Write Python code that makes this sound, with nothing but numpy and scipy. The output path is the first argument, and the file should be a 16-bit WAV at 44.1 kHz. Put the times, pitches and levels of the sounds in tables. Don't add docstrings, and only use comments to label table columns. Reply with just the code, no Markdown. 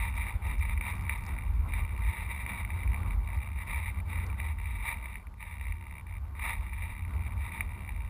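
import sys
import numpy as np
from scipy import signal
from scipy.io import wavfile

SR = 44100
rng = np.random.default_rng(int(sys.argv[2]) if len(sys.argv) > 2 else 0)


def invert_db(level):
    return 10 ** (np.asarray(level, dtype=float) / 20)


def wav_out(sig):
    wavfile.write(sys.argv[1], SR, np.round(np.clip(np.atleast_2d(sig).T, -1, 1) * 32767).astype(np.int16))


N = 356769
CONTROL_T = np.arange(0, N, 64) / SR


def rms_one(x):
    return x / np.sqrt(np.mean(x ** 2) + 1e-20)


def full_rate(curve):
    return np.interp(np.arange(N) / SR, CONTROL_T, curve)


def in_time(rows):
    s, *columns = np.transpose(rows)
    return [np.interp(np.arange(N) / SR, s, column) for column in columns]


def drift(rate_hz):
    r = np.exp(-2 * np.pi * rate_hz / SR)
    white = rng.standard_normal(N + SR)
    return rms_one(signal.lfilter([1], [1, -2 * r, r * r], white)[SR:])


def decay(x, time_s):
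    return signal.lfilter([1], [1, -np.exp(-1 / (time_s * SR))], x)


def bandpass(order, low_hz, high_hz):
    return signal.butter(order, [low_hz, high_hz], "band", fs=SR, output="sos")


def double_resonance(x, hz, width_hz):
    r = np.exp(-np.pi * width_hz / SR)
    top = [(1 - r * r) / 2, 0, (r * r - 1) / 2]
    bottom = [1, -2 * r * np.cos(2 * np.pi * hz / SR), r * r]
    once = signal.lfilter(top, bottom, x + 1e-18)
    return signal.lfilter(top, bottom, once + 1e-18)


def clicks(times, sizes):
    out = np.zeros(N)
    places = np.clip((np.asarray(times) * SR).astype(int), 0, N - 1)
    np.add.at(out, places, sizes)
    return out


def self_noise():
    return invert_db(-72) * rng.standard_normal(N)


# t/s, hiss level/dB, eddy shedding f/Hz
AIR_STREAM = [(0, -53.5, 56), (0.72, -54.5, 54.7), (0.95, -51.5, 64.43), (1.5, -53, 57), (1.8, -54, 62.3),
              (2, -52.5, 57.6), (2.35, -56.5, 70.1), (2.93, -49.5, 68), (3.4, -56.5, 61.9),
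              (4.3, -54, 67.44), (4.9, -58, 61.3), (5.05, -60, 46.3), (5.4, -63.5, 46.5),
              (5.65, -58.5, 63.6), (6.1, -61.5, 71.5), (6.6, -58, 53), (7.25, -53.5, 67), (8.09, -56.5, 60)]
# f/Hz, level per Hz/dB
HISS_COLOUR = [(110, -14), (150, 0), (220, -6), (300, -11.5), (450, -16.5), (700, -15.5), (1000, -7.5),
               (1500, -19.5), (2500, -31), (4000, -35), (5900, -53)]
# f/Hz, width/Hz, level against the hiss/dB
HOUSING_MODES = [
    (30.4, 26, 0),
    (87.6, 17, 7),
    (112.3, 30.6, -1.5),
    (175.3, 42, -7.5),
    (196.3, 15.2, -8.5),
    (224.8, 22, -15),
    (257.3, 8.8, -19),
    (349.1, 7.9, -19.5),
    (920, 10, -11),
    (1142, 130, -17),
]


def stream():
    together = drift(4.0)
    edges = 125 * 2 ** np.arange(0, 5.6, .33)
    white = rng.standard_normal((2, N))
    colour_hz, colour_level = np.transpose(HISS_COLOUR)
    hiss = 0
    for k, (low, high) in enumerate(zip(edges, edges[1:])):
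        band = signal.sosfilt(bandpass(2, low, high), white[k % 2])
        colour_db = np.interp(np.log(low * high) / 2, np.log(colour_hz), colour_level)
        hiss = hiss + band * invert_db(colour_db + 2.3 * together + 2.2 * drift(13))
    push = rng.standard_normal(N)
    hum = 0
    for k, (hz, width_hz, db) in enumerate(HOUSING_MODES):
        hum = hum + (-1) ** k * invert_db(db) * rms_one(double_resonance(push, hz, width_hz))
    air_db = in_time(AIR_STREAM)[0]
    return invert_db(air_db + 2.0) * (rms_one(hiss) + hum)


# t/s, half length/s, swing level/dB
EDDIES = [(0.356, 0.009, 12), (0.605, 0.017, 10), (0.727, 0.047, 6.5), (0.9, 0.054, -9.5),
          (1.225, 0.11, -4), (1.548, 0.054, 8.5), (1.686, 0.026, -3.5), (1.731, 0.023, 9.5),
          (1.823, 0.011, 8), (2.09, 0.012, 13), (2.152, 0.019, -18), (2.453, 0.18, -3), (2.901, 0.019, 11),
          (2.938, 0.16, -3.8), (3.077, 0.018, 6), (3.173, 0.066, 7), (3.373, 0.011, 12),
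          (3.455, 0.016, -12.0), (4.197, 0.013, 3), (4.559, 0.11, 2), (4.77, 0.026, 3), (5.445, 0.1, -1.5),
          (5.717, 0.035, 6.5), (5.942, 0.1, -3.5), (6.181, 0.045, 8), (6.592, 0.024, 6.9),
          (6.988, 0.017, -22), (7.533, 0.047, -12.5), (7.769, 0.02, -13), (7.854, 0.016, -17)]


def eddy_swing():
    swing_db = 0
    for s, half_s, db in EDDIES:
        swing_db = swing_db + db * np.exp(-.5 * ((CONTROL_T - s) / half_s) ** 2)
    return full_rate(swing_db)


def buffet():
    air_db, shedding_hz = in_time(AIR_STREAM)
    level_db = air_db + 19.5 + eddy_swing()
    smooth = signal.butter(2, 23.0, fs=SR, output="sos")
    white = rng.standard_normal(N + SR) + 1j * rng.standard_normal(N + SR)
    wander = signal.sosfilt(smooth, white)[SR:]
    size = rms_one(np.abs(wander)) ** .7
    turning = np.angle(wander) + 2 * np.pi * np.cumsum(shedding_hz) / SR
    swing = invert_db(level_db) * size * np.cos(turning)
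    return invert_db(5.0) * signal.sosfiltfilt(bandpass(2, 38, 100), swing)


# t/s, peak level/dB
CREAKS = [(0.1027, -63), (0.154, -59.5), (0.167, -62), (0.4688, -58), (0.5926, -57), (0.9098, -62),
          (0.9532, -59), (0.9732, -64), (0.9877, -63), (1.0111, -61), (1.0221, -56), (1.045, -65),
          (1.1772, -65), (1.2062, -61), (1.2391, -61), (1.2524, -62), (1.265, -53), (1.2895, -61),
          (1.3229, -68), (3.3682, -61), (3.6731, -64), (4.2657, -52)]


def ticks():
    hits = None
    s, peak_db = np.transpose(CREAKS)
    hits = clicks(s, invert_db(peak_db))
    noise = decay(hits, 0.00091) * rng.choice([-1, 1], N)
    creak = 0.45 * noise + 1.95 * hits
    return invert_db(24.5) * double_resonance(creak, 5200, 1800)


# f/Hz, width/Hz, level/dB
AIRFRAME_MODES = [(550, 730, -22), (926.4, 116, -1.5), (1183, 210, -9), (2006, 369, -6),
                  (2335, 198.5, -2.5), (2684, 312, -18), (3300, 220, -32), (3547, 160, -22.5),
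                  (3776, 353, -19.5), (3857, 250, -20), (4030, 260, -36), (4930, 940, -42.5)]


def airframe(push, low_db, high_db):
    out = 0
    for k, (hz, width_hz, db) in enumerate(AIRFRAME_MODES):
        drive_db = low_db if hz < 1500 else high_db if hz > 3000 else 0
        out = out + (-1) ** k * invert_db(db + drive_db) * double_resonance(push, hz, width_hz)
    return out


# t/s, peak level/dB
JOLTS = [(0.597, -33), (0.6245, -34.5), (0.6521, -30), (0.6953, -28.5), (0.7751, -33), (0.8101, -26.5),
         (0.8664, -28), (1.0944, -22.5), (1.3857, -32.5), (1.736, -24.5), (2.4628, -29), (2.6485, -30),
         (2.7033, -29), (2.8325, -32.5), (2.8754, -34), (2.9432, -31), (3.1073, -28.5), (4.4004, -25.5),
         (5.0569, -30), (5.1292, -35), (5.1552, -33.5), (5.2689, -43.5), (5.3398, -47), (5.4261, -27.5),
         (5.7219, -32.5), (6.3949, -28), (6.7321, -34), (6.8214, -29.5), (6.8548, -32.5), (7.6066, -21)]


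def jolts():
    s, peak_db = np.transpose(JOLTS)
    hits = clicks(s, invert_db(peak_db))
    chatter = decay(hits, 0.0011) * rng.standard_normal(N)
    gain_db = 35.5
    return invert_db(gain_db) * airframe(hits + .1 * chatter, low_db=-9.0, high_db=-6.0)


# start t/s, length/s, depth level/dB
RESTS = [(0.1, 0.03, -2), (0.368, 0.053, -15), (1.492, 0.19, -9.5), (2.429, .02, -19), (3.153, 0.096, -7),
         (3.646, 0.018, -15), (3.915, 0.025, -26), (4.011, 0.1, -33), (4.26, 0.03, -4), (4.357, 0.057, -24),
         (4.537, 0.041, -14), (5.117, 0.023, -24), (5.173, .06, -5.5), (5.235, 0.18, -25),
         (6.015, 0.048, -20), (6.189, .16, -15), (6.702, 0.024, -10), (7.338, .03, -11), (7.621, .02, -12)]


def idling():
    edge_s, drop_db = 0.0038, 0
    for s, length_s, db in RESTS:
        inside_s = np.minimum(CONTROL_T - s, s + length_s - CONTROL_T)
        drop_db = drop_db + db * np.clip(inside_s / edge_s + .5, 0, 1)
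    return drop_db


# start t/s, length/s, grinding level/dB
MOVES = [(0.0, 0.081, -41), (0.165, 0.15, -42.5), (0.453, 0.07, -46.3), (0.616, 0.12, -46.5),
         (0.84, 0.071, -41.5), (1.1, 0.055, -44.5), (1.282, 0.011, -47), (1.739, 0.056, -43.5),
         (1.892, 0.04, -73), (2.044, 0.19, -44), (2.292, 0.13, -46), (2.487, 0.12, -43.5),
         (2.695, 0.14, -54), (3.324, 0.027, -50), (3.431, 0.0044, -55.5), (3.583, 0.046, -47.5),
         (3.697, 0.09, -41.5), (3.835, 0.054, -44), (4.094, 0.14, -48), (4.396, 0.11, -48.5),
         (4.631, 0.194, -49.5), (4.848, 0.081, -38), (5.026, 0.14, -51.5), (5.413, 0.12, -50),
         (5.632, 0.06, -53), (6.426, 0.1, -37.5), (6.632, 0.033, -50.5), (6.737, 0.19, -50),
         (7.421, 0.063, -46), (7.534, 0.087, -48.5)]


def arm_travel():
    spin_up, run_down = 428, 345
    power = 0
    for s, length_s, db in MOVES:
        early_s = np.maximum(s - CONTROL_T, 0)
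        late_s = np.maximum(CONTROL_T - s - length_s, 0)
        power = power + invert_db(db - spin_up * early_s - run_down * late_s) ** 2
    return power


def servo_work():
    air_db = np.interp(CONTROL_T, *np.transpose(AIR_STREAM)[:2])
    idle_db, travel = idling(), arm_travel()
    load_db = 1.64 * drift(11.45)[::64]
    hold = invert_db(-51 + 0.29 * (air_db + 51) + idle_db + load_db)
    creep_db = -59 + 0.77 * (air_db + 55) + 0.72 * idle_db
    creep = invert_db(creep_db + 1.9 * drift(24.0)[::64])
    knock = np.sqrt(hold ** 2 + invert_db(-8) ** 2 * travel)
    grind = np.sqrt(travel + creep ** 2)
    return full_rate(knock), full_rate(grind)


def pulse_kicks():
    first_s, frame_hz = .0108, 70.18
    pulses = np.arange(first_s, N / SR, 1 / frame_hz)
    luck = np.clip(rng.standard_normal((len(pulses), 2)), -2, 2)
    knocks = clicks(pulses + .0002 * luck[:, 0], invert_db(1.9 * luck[:, 1]))
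    rattle = rng.choice([-1, 1], N) * decay(knocks, 0.0019)
    kick = rms_one(airframe(.7 * rms_one(rattle) + rms_one(knocks), low_db=-4.0, high_db=-1.0))
    return kick + invert_db(-2.0) * double_resonance(kick, 2780, 300)


def gear_grind():
    force_db = 6.3 * np.minimum(rng.exponential(1, N), 3)
    meets = rng.random(N) < 6000 / SR
    teeth = rng.choice([-1, 1], N) * invert_db(force_db) * meets
    return rms_one(airframe(teeth * invert_db(1.95 * drift(43)), low_db=-3.5, high_db=3.0))


def servos():
    knock_size, grind_size = servo_work()
    return knock_size * pulse_kicks() + invert_db(1.5) * grind_size * gear_grind()


def scene():
    wind = stream() + buffet()
    machine = ticks() + jolts() + servos()
    return (self_noise() + wind + machine)[None]


def band_limit(x):
    return signal.sosfilt(signal.butter(12, 15460, fs=SR, output="sos"), x)


def record(dry):
    slow = signal.resample_poly(dry, 40, 147, axis=1)
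    held = np.repeat(slow, 4, axis=1)
    held = signal.resample_poly(held, 147, 160, axis=1)[:, :N]
    top_cut = signal.cheby2(12, 22, 15480, fs=SR, output="sos")
    return band_limit(signal.sosfiltfilt(top_cut, held))


dry = scene()
out = record(dry)
wav_out(out)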